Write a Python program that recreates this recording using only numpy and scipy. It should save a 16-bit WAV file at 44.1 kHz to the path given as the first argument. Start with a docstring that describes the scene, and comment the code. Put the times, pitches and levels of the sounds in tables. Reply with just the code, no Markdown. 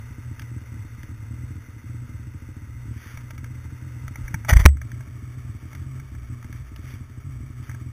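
"""A two-stroke engine pops unevenly over the hum of a four-stroke: two snowmobiles idle on a snowy trail,
heard through a rider's helmet microphone. Clothing rustles and ticks as the rider turns, then the visor scrapes
up over its detents and thumps against its stop, overloading a narrow-band recorder. Gas pushes ring a pipe,
crank orders hum, shaped noise clatters and rubs, and decaying sines make the blows."""
import sys
import numpy as np
from scipy import signal
from scipy.fft import rfft, irfft, next_fast_len
from scipy.io import wavfile
from scipy.ndimage import map_coordinates

SR = 44100
rng = np.random.default_rng(int(sys.argv[2]) if len(sys.argv) > 2 else 0)


def transcribe(u):
    """Save the signal u as a 16-bit wav file named by the first command-line argument.

    u: samples, shape (n,) or (channels, n), limited to [-1, 1]; the rate is SR.
    q: integer samples, one column per channel.
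    """
    v = np.clip(np.atleast_2d(u).T, -1, 1)
    q = np.round(v * 32767).astype(np.int16)
    wavfile.write(sys.argv[1], SR, q)


N = 349255

STOP_S = 4.6535  # the visor reaches its stop

# The two-stroke's idle. Each row: time in seconds, mean firings per second, relative drone level in dB.
TWO_STROKE_IDLE = [(0, 38.8, -34.5), (.7, 38.8, -35), (1.35, 37.8, -37), (2, 39.4, -35.5), (2.9, 40.1, -37),
                   (3.3, 39.7, -38), (3.9, 41, -35.5), (4.4, 37.7, -36), (4.95, 40, -34.5),
                   (5.5, 40.5, -33.5), (5.9, 40, -34), (6.4, 40.8, -34.5), (7.2, 41.6, -39), (7.9, 40, -35)]
# Moments when it falters. Each row: middle in seconds, half length in seconds.
FALTERS = [(0.171, 0.043), (0.354, 0.033), (0.646, 0.039), (0.877, 0.016), (1.04, 0.071), (1.674, 0.053),
           (1.84, 0.055), (2.103, 0.012), (2.41, .04), (2.554, .06), (3.06, 0.054), (4.154, 0.04),
           (5.64, 0.078), (6.1, 0.021), (6.494, 0.043), (6.716, .06), (7.151, .07), (7.52, 0.023)]
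# The exhaust pipe's resonance. Each row: frequency in Hz, relative level in dB.
EXHAUST_PIPE = [(8, -68), (28, -26.5), (46, -20), (68, -0.5), (81, 5), (95, 8), (115, -1.5), (132, 0),
                (158, -13), (192, -13.5), (245, -6), (280, -12.5), (306, -6.5), (370, -25), (700, -38)]
FALTER_DB = -12.5  # sag of the drone and of the quiet firings in a falter


def two_stroke(pop_db=0.0, drone_db=-3.5, under_db=-5.0, open_db=-7, octave_db=-19, lag_s=0.0032,
               waver_db=2.0, roam=0.57):
    """Source and resonator: firings excite the pipe, over a drone at two, three and six times their rate."""
    rate, level_db = curves(TWO_STROKE_IDLE)
    turns = firing_turns(rate)
    dips = sum(np.exp(-((clock() - s) / half) ** 2) for s, half in FALTERS)
    falter = np.minimum(dips, 1)
    # the drone lags the firings
    phase = 2 * np.pi * (turns - lag_s * rate)
    swell = amp(level_db + drone_db + FALTER_DB * falter + waver_db * wobble(22))
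    third_order = np.cos(3 * phase + roam * wobble(18))
    sixth_order = amp(octave_db) * np.cos(6 * phase + wobble(30))
    # the second order drops once the visor is open
    under_level = amp(under_db + open_db * (clock() > STOP_S))
    second_order = under_level * np.cos(2 * phase + roam * wobble(11))
    drone = np.sqrt(2) * swell * (third_order + sixth_order + second_order)
    pops = amp(pop_db) * through(firings(turns, falter), EXHAUST_PIPE)
    return -(drone + pops)


# Single pops of the two-stroke, mostly its loudest, one short and sharp. Each row: time in seconds,
# push strength in dB, push length in seconds (the standard deviation of its bell).
SINGLE_POPS = [(.564, -23.5, 0.00043), (.794, -27, 0.0008), (1.115, -29, 0.00036), (1.309, -24.5, 0.00074),
               (1.556, -25.5, 0.00065), (1.896, -27, .0005), (2.144, -26, 0.00072), (2.346, -26, 0.0005),
               (2.62, -28.5, .0006), (2.882, -27, 0.00054), (3.506, -28, 0.00061), (4.038, -27.5, 0.00056),
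               (4.209, -26.5, .0007), (4.931, -28.5, 0.0004), (5.494, -27, 0.00065), (5.628, -32, .0002),
               (5.793, -25, 0.0011), (6.144, -28, 0.00054), (6.547, -29, 0.00058), (7.266, -28.5, 0.00065),
               (7.813, -27.5, .0003)]
HUNT = 0.0319  # scale of the firing rate's random wander, as a share of the rate


def firing_turns(rate):
    """Frequency integrates to phase: revolutions of the hunting crank, bent so each single pop is a firing."""
    turns = np.cumsum(rate * (1 + HUNT * wobble(13))) / SR
    single_s = np.transpose(SINGLE_POPS)[0]
    lead = np.unwrap(np.interp(single_s, clock(), turns) % 1, period=1)
    return turns - np.interp(clock(), single_s, lead)


POP_SHARE = .31  # average share of the firings that catch hard
POP_DB, POP_SCATTER_DB = -29.5, 1.5  # push strength of an ordinary pop and its random spread
FULL_PUSH_S, LEAN_PUSH_S, LEAN_DB = 0.0005, 0.00026, -1  # in a falter the pops turn short, sharp and weaker
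AFTER_DB = -8  # the firing that follows a pop is still strong: its level below the pop


def firings(turns, falter, jitter_s=.0014, soft_db=-44, scatter_db=4, length_spread=0.24):
    """Irregular combustion: one gas push a revolution, most soft, some catching hard, plus the single pops."""
    single_s, single_db, single_length = np.transpose(SINGLE_POPS)
    single_numbers = np.round(np.interp(single_s, clock(), turns))
    numbers = np.setdiff1d(np.arange(1, int(turns[-1])), single_numbers)
    times = np.interp(numbers, turns, clock())
    slip, size, stretch, luck = rng.standard_normal((512, 4))[:len(times)].T
    # unburnt fuel gathers at an uneven pace until a firing catches
    fuel = np.cumsum(POP_SHARE * np.exp(.5 * luck - .125))
    hard = np.diff(np.floor(fuel), prepend=0) > 0
    lean = np.interp(times, clock(), falter)
    pop_db = POP_DB + POP_SCATTER_DB * size + LEAN_DB * lean
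    after_pop = np.roll(hard, 1)
    quiet_db = np.where(after_pop, POP_DB + AFTER_DB, soft_db) + scatter_db * size + FALTER_DB * lean
    sizes = amp(np.where(hard, pop_db, np.minimum(quiet_db, POP_DB)))
    mean_length = FULL_PUSH_S + (LEAN_PUSH_S - FULL_PUSH_S) * lean
    lengths = mean_length * np.exp(length_spread * stretch)
    ordinary = pushes(times + jitter_s * slip, sizes, lengths)
    return ordinary + pushes(single_s, amp(single_db), single_length)


def pushes(times, sizes, lengths):
    """Time-bandwidth reciprocity: of these bell-shaped gas pushes, a longer one sounds duller."""
    steps = np.arange(-SR // 200, SR // 200)
    shapes = np.exp(-.5 * (steps / SR / np.reshape(lengths, (-1, 1))) ** 2)
    shapes = sizes[:, None] * shapes / shapes.sum(axis=1, keepdims=True)
    places = np.clip(np.round(times * SR).astype(int)[:, None] + steps, 0, N)
    return np.bincount(places.ravel(), shapes.ravel(), N + 1)[:N]


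# The helmet jolting as the hand grips the visor and lifts it over its detents.
# Each row: time in seconds, relative strength in dB, rocking frequency in Hz.
DETENTS = [(4.249, -26, 45), (4.35, -34, 84.5), (4.497, -20.5, 100.3), (4.531, -4, 66.5), (4.567, -1, 52.8),
           (4.6016, -9.5, 67.4), (4.624, -14, 50)]
BOOM_HZ, BOOM_T60 = 70, .29  # the visor's boom and its 60 dB decay in seconds


def visor(jolt_cycles=0.66, snap_db=-9, boom_db=-0.5, slam_db=7, slam_t60=0.044, rise_s=0.0036):
    """Impulsive excitation: each detent rocks the helmet briefly; the stop leaves a damped boom."""
    def rock(cycles):
        """A windowed sine: one rocking motion about its middle."""
        return np.sin(2 * np.pi * cycles) * np.exp(-(cycles / jolt_cycles) ** 2)

    jolts = 0
    for s, db, hz in DETENTS:
        cycles = (clock() - s) * hz
        # a sharper snap sits inside the jolt
        jolts = jolts + amp(db) * (rock(cycles) + amp(snap_db) * rock(2 * cycles))
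    t = np.maximum(clock() - STOP_S, 0)
    boom = amp(boom_db - 60 * t / BOOM_T60)
    slam = amp(slam_db - 60 * t / slam_t60)
    swing = (boom + slam) * (1 - np.exp(-t / rise_s))
    return jolts - swing * np.sin(2 * np.pi * BOOM_HZ * t) + clack()


# The visor's clack on its stop. Each row: frequency in Hz, starting level in dB, 60 dB decay in seconds.
CLACK_MODES = [(204, -4.5, 0.029), (390, -3.5, 0.017), (648, -5, 0.009), (956, -6.5, 0.0061),
               (1260, -14.5, 0.029), (2210, 6, 0.0093)]
CLACK_S = 4.66  # the visor's edge snaps home


def clack():
    """Modal synthesis: the stiff plastic rings for a few milliseconds as a sum of damped sines."""
    t = np.maximum(clock() - CLACK_S, 0)
    return sum(amp(db - 60 * t / t60) * np.sin(2 * np.pi * hz * t) for hz, db, t60 in CLACK_MODES)


# The four-stroke's hum. Each row: multiple of the crank speed, middle level in dB rms.
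HUM_ORDERS = [(1, -56.5), (2, -48.5), (4, -50), (8, -62), (10, -67.5)]


def four_stroke(turns, waver_db=4.5):
    """Order synthesis: steady multiples of the crank speed, each slowly wavering in strength."""
    hum = 0
    for order, db in HUM_ORDERS:
        level = np.sqrt(2) * amp(db + waver_db * wobble(5.3))
        hum = hum + level * np.sin(2 * np.pi * (order * turns + rng.random()))
    return hum


# The four-stroke's mechanical noise. Each row: time in seconds, relative level in dB.
CLATTER_LEVEL = [(0, -54), (1.1, -55), (3, -56.5), (4.3, -53), (4.6, -53), (4.72, -65), (4.85, -55.5),
                 (6.5, -56), (7.2, -57), (7.9, -56.5)]
# Colour of the clatter with the visor shut. Each row: frequency in Hz, relative density in dB per Hz.
CLATTER_SHUT = [(240, -25), (400, -2.5), (580, -6), (637, -11), (811, -12), (907, -2), (1110, -10.5),
                (1220, -0.5), (1620, -2.5), (1770, -7.5), (2060, 3), (2280, -9), (2800, -10), (3100, -18),
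                (3700, -11.5), (4810, -66), (8140, -120)]
# Colour of the clatter with the visor open. Each row: frequency in Hz, relative density in dB per Hz.
CLATTER_OPEN = [(240, -17.5), (400, 5), (460, -6.5), (631, -3.5), (850, -10.5), (907, -1), (987, -12),
                (1090, 0), (1300, 3.5), (1460, -5), (1810, -0.5), (1980, -4.5), (2220, 2.5), (2530, -10.5),
                (3700, -11), (4810, -53), (8140, -120)]


def clatter(turns, level_db=1, beat_db=1.0, flutter_db=1.0):
    """Modulated noise: it beats with the crank, changes colour as the visor opens and dips at the thump."""
    # four beats a revolution
    drive = amp(beat_db * np.cos(8 * np.pi * turns) + flutter_db * wobble(60))
    shut = unit(through(drive * rng.standard_normal(N), CLATTER_SHUT))
    opened = unit(through(drive * rng.standard_normal(N), CLATTER_OPEN))
    # equal-power crossfade from the first scrape to the stop
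    lift = np.interp(clock(), [SCRAPES[0][0], STOP_S], [0, np.pi / 2])
    level = amp(curves(CLATTER_LEVEL)[0] + level_db)
    return level * (np.cos(lift) * shut + np.sin(lift) * opened)


# The visor's hinge rubbing. Each row: middle in seconds, half length in seconds, level at the middle in dB rms.
SCRAPES = [(4.494, 0.0068, -15.5), (4.508, 0.0093, -20.5), (4.535, 0.0058, -19.5), (4.569, 0.0067, -25),
           (4.57, 0.085, -44.5), (4.604, 0.014, -27.5), (4.643, 0.0078, -38.5), (4.656, 0.0016, -9.5),
           (4.6612, 0.001, -5.5), (4.667, 0.0022, -27.5), (4.689, 0.0035, -39.5)]
# The hinge's rasp. Each row: frequency in Hz, relative level in dB.
HINGE = [(120, -16), (300, -13), (450, -13.5), (620, -2), (780, -8), (950, -7.5), (1280, -5.5), (1500, -4),
         (1730, -5), (1870, 3), (2050, 1), (2330, -4.5), (2650, -17), (3400, -12.5), (3900, -22.5)]
# Fabric sliding over the helmet. 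Each row: middle in seconds, half length in seconds, level there in dB rms.
RUSTLES = [(3.08, 0.13, -48), (4.27, 0.037, -57.5), (5.76, 0.11, -59), (6.55, 0.061, -56),
           (6.9, 0.076, -48.5), (7.68, 0.1, -53.5)]
# The hiss of sliding fabric. Each row: frequency in Hz, relative level in dB.
FABRIC = [(300, 1.5), (700, -11), (1300, 2.5), (2200, 5), (2600, -5), (3500, -4), (3900, -11)]


def rubbing(strokes, colour, grain_db):
    """Friction noise: grainy, coloured by the surface, swelling and fading with each stroke."""
    force = sum(amp(db) * np.exp(-((clock() - s) / half) ** 2) for s, half, db in strokes)
    grains = unit(amp(grain_db * wobble(450)) * rng.standard_normal(N))
    # unit filter energy keeps the level of the noise
    return through(force * grains, colour) / np.linalg.norm(ring(colour))


# Small contacts of collar, glove and helmet. Each row: time in seconds, relative level in dB,
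# relative level of the bright snap in dB.
CONTACTS = [(0.395, -34, -49), (0.419, -38, -52.5), (1.032, -34.5, -53), (3.173, -26.5, -58),
            (3.306, -28, -48), (3.379, -34.5, -56), (3.442, -32.5, -57.5), (4.08, -28, -52),
            (4.157, -27.5, -58), (4.28, -28, -77), (4.342, -11, -47.5), (4.448, -25.5, -62),
            (4.77, -38.5, -68), (4.815, -27, -62), (4.917, -32, -55.5), (5.007, -36.5, -59),
            (5.75, -35, -56), (5.997, -31, -63.5), (6.151, -40, -71.5), (6.526, -26.5, -57),
            (6.761, -37, -51), (7.695, -31.5, -59.5), (7.747, -31.5, -67)]
# The helmet shell's answer to contact. Each row: frequency in Hz, relative level in dB.
SHELL = [(150, 12), (400, -26.5), (620, -2), (760, -10.5), (900, 2), (1080, -15), (1300, 7), (1450, -4.5),
         (1600, 5.5), (1860, -2), (2250, 5), (2600, -37), (3900, -51)]
# The bright snap of a hard contact. Each row: frequency in Hz, relative level in dB.
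SNAP = [(800, -50), (1700, 7.5), (2250, 5.5), (2700, -1.5), (3450, 2), (3900, -5)]


def ticks(t60=0.023, level_db=-10, click_db=12, snap_db=5, snap_t60=0.022):
    """Impact response: a click and a brief crunch excite the shell, with a bright snap on top."""
    out, t = np.zeros(N + SR), np.arange(SR // 10) / SR
    shell, edge = ring(SHELL), ring(SNAP)

    def strike(body, decay):
        """A click and decaying noise convolved with a body, at rms 1 over the first 10 ms."""
        crunch = rng.standard_normal(len(t)) * amp(-60 * t / decay)
        click = amp(click_db) * (t == 0)
        tick = signal.fftconvolve(crunch + click, body)
        return tick / np.std(tick[:SR // 100])

    for s, db, bright_db in CONTACTS + fidgets():
        dull = amp(db + level_db) * strike(shell, t60)
        bright = amp(bright_db + snap_db) * strike(edge, snap_t60)
        out[round(s * SR):][:len(dull)] += dull + bright
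    return out[:N]


# Faint ticks while the rider looks round. Each row: start in seconds, end in seconds.
FIDGET_SPANS = [(5.7, 5.8), (6.25, 6.5), (7.68, 7.85)]
FIDGET_DB, FIDGET_SNAP_DB = -36.5, -62  # relative levels of the tick and of its snap


def fidgets(count=2):
    """Uniform random timing: a few faint contacts in each turn of the head."""
    return [(s, FIDGET_DB, FIDGET_SNAP_DB)
            for start, end in FIDGET_SPANS for s in rng.uniform(start, end, count)]


def amp(db):
    """Logarithmic level: decibels to gain."""
    return 10 ** (np.asarray(db) / 20)


def unit(x):
    """Normalisation by mean power: x at rms 1."""
    return x / np.sqrt(np.mean(x ** 2) + 1e-20)


def clock():
    """Uniform sampling: the time of each sample in seconds."""
    return np.arange(N) / SR


def curves(rows):
    """Linear interpolation: one value per sample for each column after the time."""
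    s, *cols = np.transpose(rows)
    return [np.interp(clock(), s, c) for c in cols]


def wobble(rate):
    """Band-limited fluctuation: a smooth random curve, rate knots a second."""
    knots = rng.standard_normal(4096)
    return map_coordinates(knots, [clock() * rate], mode="wrap")


def filtered(x, response):
    """Linear filtering: the spectrum of x times a response of frequency."""
    m = next_fast_len(N + SR // 2)
    return irfft(rfft(x, m) * response(np.fft.rfftfreq(m, 1 / SR)), m)[..., :N]


def ring(points, size=8192):
    """Minimum phase: a body's causal impulse response, peak 1, from its (Hz, dB) spectrum."""
    f, db = np.transpose(points)
    hz = np.fft.rfftfreq(size, 1 / SR)
    # the spectrum fades out over the octave above its last point
    shape_db = np.interp(np.log(hz + 1), np.log(np.r_[f, 2 * f[-1]]), np.r_[db, -100])
    # folding the cepstrum onto positive times makes the response causal
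    cepstrum = irfft(np.log(amp(shape_db)))
    cepstrum[1:size // 2] *= 2
    cepstrum[size // 2 + 1:] = 0
    h = irfft(np.exp(rfft(cepstrum)))
    return h / np.max(np.abs(h))


def through(x, points):
    """Convolution: x sounding through a body."""
    return signal.fftconvolve(x, ring(points))[:N]


# The four-stroke's crank. Each row: time in seconds, mean speed in Hz.
CRANK_SPEED = [(0, 31.18), (.7, 30.58), (1.1, 31.3), (2, 29.59), (2.8, 30.5), (3.4, 30.04), (3.9, 30.87),
               (5, 30.47), (5.9, 31.01), (6.5, 30.35), (7.1, 30.21), (7.9, 30.72)]


def scene():
    """Superposition: both engines and the helmet's own noises add at one microphone, on two equal channels."""
    turns = np.cumsum(curves(CRANK_SPEED)[0] * (1 + 0.01188 * wobble(8))) / SR
    engines = two_stroke() + four_stroke(turns) + clatter(turns)
    friction = rubbing(RUSTLES, FABRIC, grain_db=1.5) + rubbing(SCRAPES, HINGE, grain_db=2.5)
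    return np.array([engines + friction + ticks() + visor()] * 2)


HOLD_HZ, TOP_HZ = 8000, 16100  # rate of the held samples, upper limit of the output


def record(dry, band_hz=3750, image_hz=15000):
    """Sample and hold: narrow-band samples mirror the sound into the treble; the loudest blows clip."""
    narrow = filtered(dry, lambda hz: 1 / np.sqrt(1 + (hz / band_hz) ** 44))
    phase = 2 * np.pi * HOLD_HZ * clock()
    # sampling places images round the hold rate and its double, the latter raised by 3.5 dB
    sampled = narrow * (1 + 2 * np.cos(phase) + 2 * amp(3.5) * np.cos(2 * phase))
    # holding each sample weakens them by a sinc
    held = filtered(sampled, lambda hz: np.sinc(hz / HOLD_HZ) / np.sqrt(1 + (hz / image_hz) ** 160))
    return filtered(np.clip(held, -1, 1), lambda hz: np.clip((TOP_HZ - hz) / 700, 0, 1))


dry = scene()
out = record(dry)
transcribe(out)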